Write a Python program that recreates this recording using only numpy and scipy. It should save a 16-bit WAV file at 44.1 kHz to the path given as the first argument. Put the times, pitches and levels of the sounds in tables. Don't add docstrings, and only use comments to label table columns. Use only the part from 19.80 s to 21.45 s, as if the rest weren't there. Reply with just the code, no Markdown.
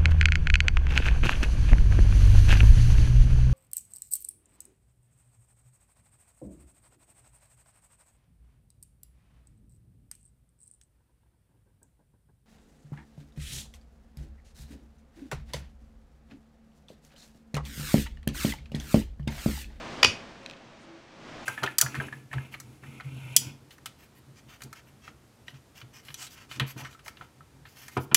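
import sys
import numpy as np
from scipy import signal
from scipy.fft import rfft, irfft
from scipy.io import wavfile

SR = 44100
rng = np.random.default_rng(int(sys.argv[2]) if len(sys.argv) > 2 else 0)


def boost(x):
    u = np.asarray(x, float) / 20
    return 10 ** u


def master(y):
    cut = np.clip(np.atleast_2d(y).T, -1, 1)
    pcm = np.round(cut * 32767)
    wavfile.write(sys.argv[1], SR, pcm.astype(np.int16))


N = 72765

# [t/s, level/dB]
NOISE_LEVEL = [(0, -39), (.03, -39.5), (.2, -38.5), (.3, -41), (.4, -44.5), (.55, -48.5), (.7, -49),
               (.8, -51.5), (1.05, -51.5), (1.28, -52.5), (1.38, -50), (1.47, -45), (1.6, -43),
               (1.65, -42.5)]
# [f/Hz, level/dB per Hz]
AIR_COLOUR = [(30, -11), (220, -7), (900, -9), (2500, -14.5), (6000, -24.5), (9200, -38.5), (10500, -52.5),
              (16000, -52.5)]
# [f/Hz, width/Hz, level/dB]
ROOM_HUM = [(146.7, 56, 4.5), (233.7, 52, 5.5), (335, 66, 3.5), (545, 21, 5.5), (654, 44, 5)]
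# [t/s, length/s, f/Hz, level/dB]
DRONES = [
    (.58, 0.17, 545, -56.5),
    (1.001, 0.27, 335, -55.5),
]
# [f/Hz, t60/s]
ROOM_T60 = [(120, .35), (400, .3), (1000, .26), (2500, .27), (5000, .24), (9000, .24), (14000, .28)]
# [f/Hz, level/dB]
ROOM_COLOUR = [(120, 12), (500, -24.5), (1500, -12.5), (2500, -9.5), (5000, -8.5), (8000, -7),
               (11000, -7.5), (15000, -17)]
# [t/s, length/s, level/dB]
BRUSHES = [
    (.62, 0.026, -72),
    (0.974, .1, -69.5),
]
# [f/Hz, level/dB, t60/s]
FREE_DISC = [(558, -42.5, 0.46), (1172, -44.5, 0.23), (2424, -36.5, 0.23), (2516, -40.5, 0.18),
             (3215, -44, .24), (3634, -43.5, .22)]
# [f/Hz, level/dB per Hz]
CRACK_COLOUR = [(300, -13.5), (1200, -5.5), (3500, -3), (6000, -8), (8500, -13), (12000, -36), (15500, -38)]
# [f/Hz, level/dB, t60/s]
DISC_ON_HUB = [(1890, -10, .012), (2250, -8, .015), (2490, -2, .018), (2950, -5, .015), (3250, -9, .012),
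               (3800, -10, .007), (4300, -12, .007), (4860, -5, .012), (5650, -13, .009), (6100, -17, .009),
               (7000, -23, .004), (8200, -30, .002), (11300, -39, .002), (14500, -43, .0015)]
# [f/Hz, level/dB, t60/s]
HELD_DISC = [(2560, 2, .012), (3250, 0, 0.0091), (3980, 2, .006), (5100, -5, .005), (5860, -11.5, 0.0053),
             (7220, -13.5, 0.0088), (8270, -22.5, 0.0081), (11500, -26, 0.0041), (14000, -32, .003)]
# [f/Hz, level/dB, t60/s]
TRAY = [(230, -27, .04), (465, -12.5, 0.019), (907, -4.5, .012), (1370, -10.5, 0.0073)]
# [t/s, level/dB, brightness/dB per octave, knock on the tray/dB]
TICKS = [(.6325, -52, -4, -20), (.6365, -54, 0, -20), (.6612, -35, 1, -20), (.6617, -33, 1, -20),
         (.6983, -39, 4, -20), (.7111, -38, 2, -20), (.7356, -45, -3, -20), (.7672, -51, 2, -20)]
# [t/s, level/dB, brightness/dB per octave, knock on the tray/dB]
SLIPS = [(.2294, -8.5, -5.5, -5.5), (.2302, -14, 7, 0.5), (.2311, -6.5, 0.5, 1.5), (.2317, -8, 6.5, 1.5),
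         (.2331, -11.5, -10.5, -4.5), (.2342, -12.5, -12.5, -1.5), (.2358, -34, 4, -19.5),
         (.2392, -15.5, -4.5, -3.5), (.2422, -14, 2, -31), (.2443, -16, -2, -10), (.2462, -5, 2, 2),
         (.2469, -8, 5.5, 6.5), (.2490, -17, 5, -6.5), (.2518, -13.5, -4, -6), (.2578, -16.5, 1, -3)]


def rms_one(x):
    return x / np.sqrt(np.mean(x ** 2) + 1e-20)


def at_hz(points, hz):
    table_hz, value = np.transpose(points)
    return np.interp(np.log(hz), np.log(table_hz), value)


def bandpass(x, order, low_hz, high_hz):
    return signal.sosfilt(signal.butter(order, [low_hz, high_hz], "band", fs=SR, output="sos"), x)


def spectrum_hz():
    return np.maximum(np.arange(N // 2 + 1) * SR / N, 10)


def coloured_noise(colour_db):
    return rms_one(irfft(rfft(rng.standard_normal(N)) * boost(colour_db), N))


def clicks_at(times_s, heights):
    clicks = np.zeros(N)
    np.add.at(clicks, (times_s * SR).astype(int), heights)
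    return clicks


def ring(clicks, hz, t60):
    decay = boost(-60 / (t60 * SR))
    turn = 2 * np.pi * hz / SR
    return signal.lfilter([0, np.sin(turn)], [1, -2 * decay * np.cos(turn), decay ** 2], clicks + 1e-18)


def room_noise():
    hz = spectrum_hz()
    colour_db = at_hz(AIR_COLOUR, hz)
    for peak_hz, width_hz, db in ROOM_HUM:
        colour_db = colour_db + db / (1 + (2 * (hz - peak_hz) / width_hz) ** 2)
    s, level_db = np.transpose(NOISE_LEVEL)
    return coloured_noise(colour_db) * boost(np.interp(np.arange(N) / SR, s, level_db))


def drones():
    width_hz = 12
    t, out = np.arange(N) / SR, 0
    for s, length, hz, db in DRONES:
        once = ring(rng.standard_normal(N), hz, 2.2 / width_hz)
        narrow = ring(once, hz, 2.2 / width_hz)
        swell = np.sin(np.pi * np.clip((t - s) / length, 0, 1))
        out = out + boost(db) * swell * rms_one(narrow)
    return out


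def room(x):
    wall_delay_s, build_up_s = .006, .0024
    t = np.arange(SR // 2) / SR
    white = rng.standard_normal((2, len(t)))
    edges_hz = 66 * 2 ** np.arange(0, 8.3, .5)
    echo = 0
    for k, (low, high) in enumerate(zip(edges_hz, edges_hz[1:])):
        hz = np.sqrt(low * high)
        band = bandpass(white[k % 2], 2, low, high)
        echo = echo + band * boost(at_hz(ROOM_COLOUR, hz) - 60 * t / at_hz(ROOM_T60, hz))
    build_up = 1 - np.exp(-np.maximum(t - wall_delay_s, 0) / build_up_s)
    echo = echo * build_up / np.sqrt(SR / 100)
    return signal.fftconvolve(x, echo)[:N]


def brushes():
    t = np.arange(N) / SR
    shape = 0
    for s, length, db in BRUSHES:
        shape = shape + boost(db) * np.sin(np.pi * np.clip((t - s) / length, 0, 1)) ** 2
    return shape * rms_one(bandpass(rng.standard_normal(N), 4, 4500, 9500))


def thump():
    start_s, level_db, hz, t60_s, rise_s = .262, -28.5, 75, .12, .006
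    t = np.maximum(np.arange(N) / SR - start_s, 0)
    return boost(level_db - 60 * t / t60_s) * (1 - np.exp(-t / rise_s)) * np.sin(2 * np.pi * hz * t)


def freed_disc():
    freed_s = .247
    click = clicks_at(np.array([freed_s]), 1)
    return sum(boost(db) * ring(click, hz, t60) for hz, db, t60 in FREE_DISC)


def crack(rows):
    level_db, t60_s = -13, .01
    s, db = np.transpose(rows)[:2]
    clicks = clicks_at(s, boost(db + level_db))
    shape = signal.lfilter([1], [1, -boost(-60 / (t60_s * SR))], clicks + 1e-18)
    return shape * coloured_noise(at_hz(CRACK_COLOUR, spectrum_hz()))


def contacts(rows, disc):
    spread_db = 3
    s, db, tilt_db, knock_db = np.transpose(rows)
    luck = rng.uniform(-1, 1, (len(rows), len(disc) + len(TRAY)))
    out = np.zeros(N)
    for k, (hz, level_db, t60) in enumerate(disc + TRAY):
        if k < len(disc):
            extra_db = tilt_db * np.log2(hz / 2500)
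        else:
            extra_db = knock_db
        strength = boost(db + level_db + extra_db + spread_db * luck[:, k])
        out += ring(clicks_at(s, strength * (-1) ** k), hz, t60)
    return bandpass(out, 2, 191, 13000)


def scene():
    snap = contacts(SLIPS, DISC_ON_HUB) + crack(SLIPS)
    ticks = contacts(TICKS, HELD_DISC) + crack(TICKS)
    answer = room(snap + boost(-8) * ticks)
    background = room_noise() + drones()
    handling = brushes() + thump() + freed_disc()
    return (background + answer + handling + ticks + snap)[None]


def low_pass(x):
    return signal.sosfilt(signal.butter(12, 16370, fs=SR, output="sos"), x)


def record(dry):
    rounded = .96 * dry / (1 + np.abs(dry) ** 4) ** .25
    treble_cut = signal.cheby2(12, 70, 16600, fs=SR, output="sos")
    mix = signal.sosfilt(treble_cut, rounded)
    return low_pass(mix)


dry = scene()
out = record(dry)
master(out)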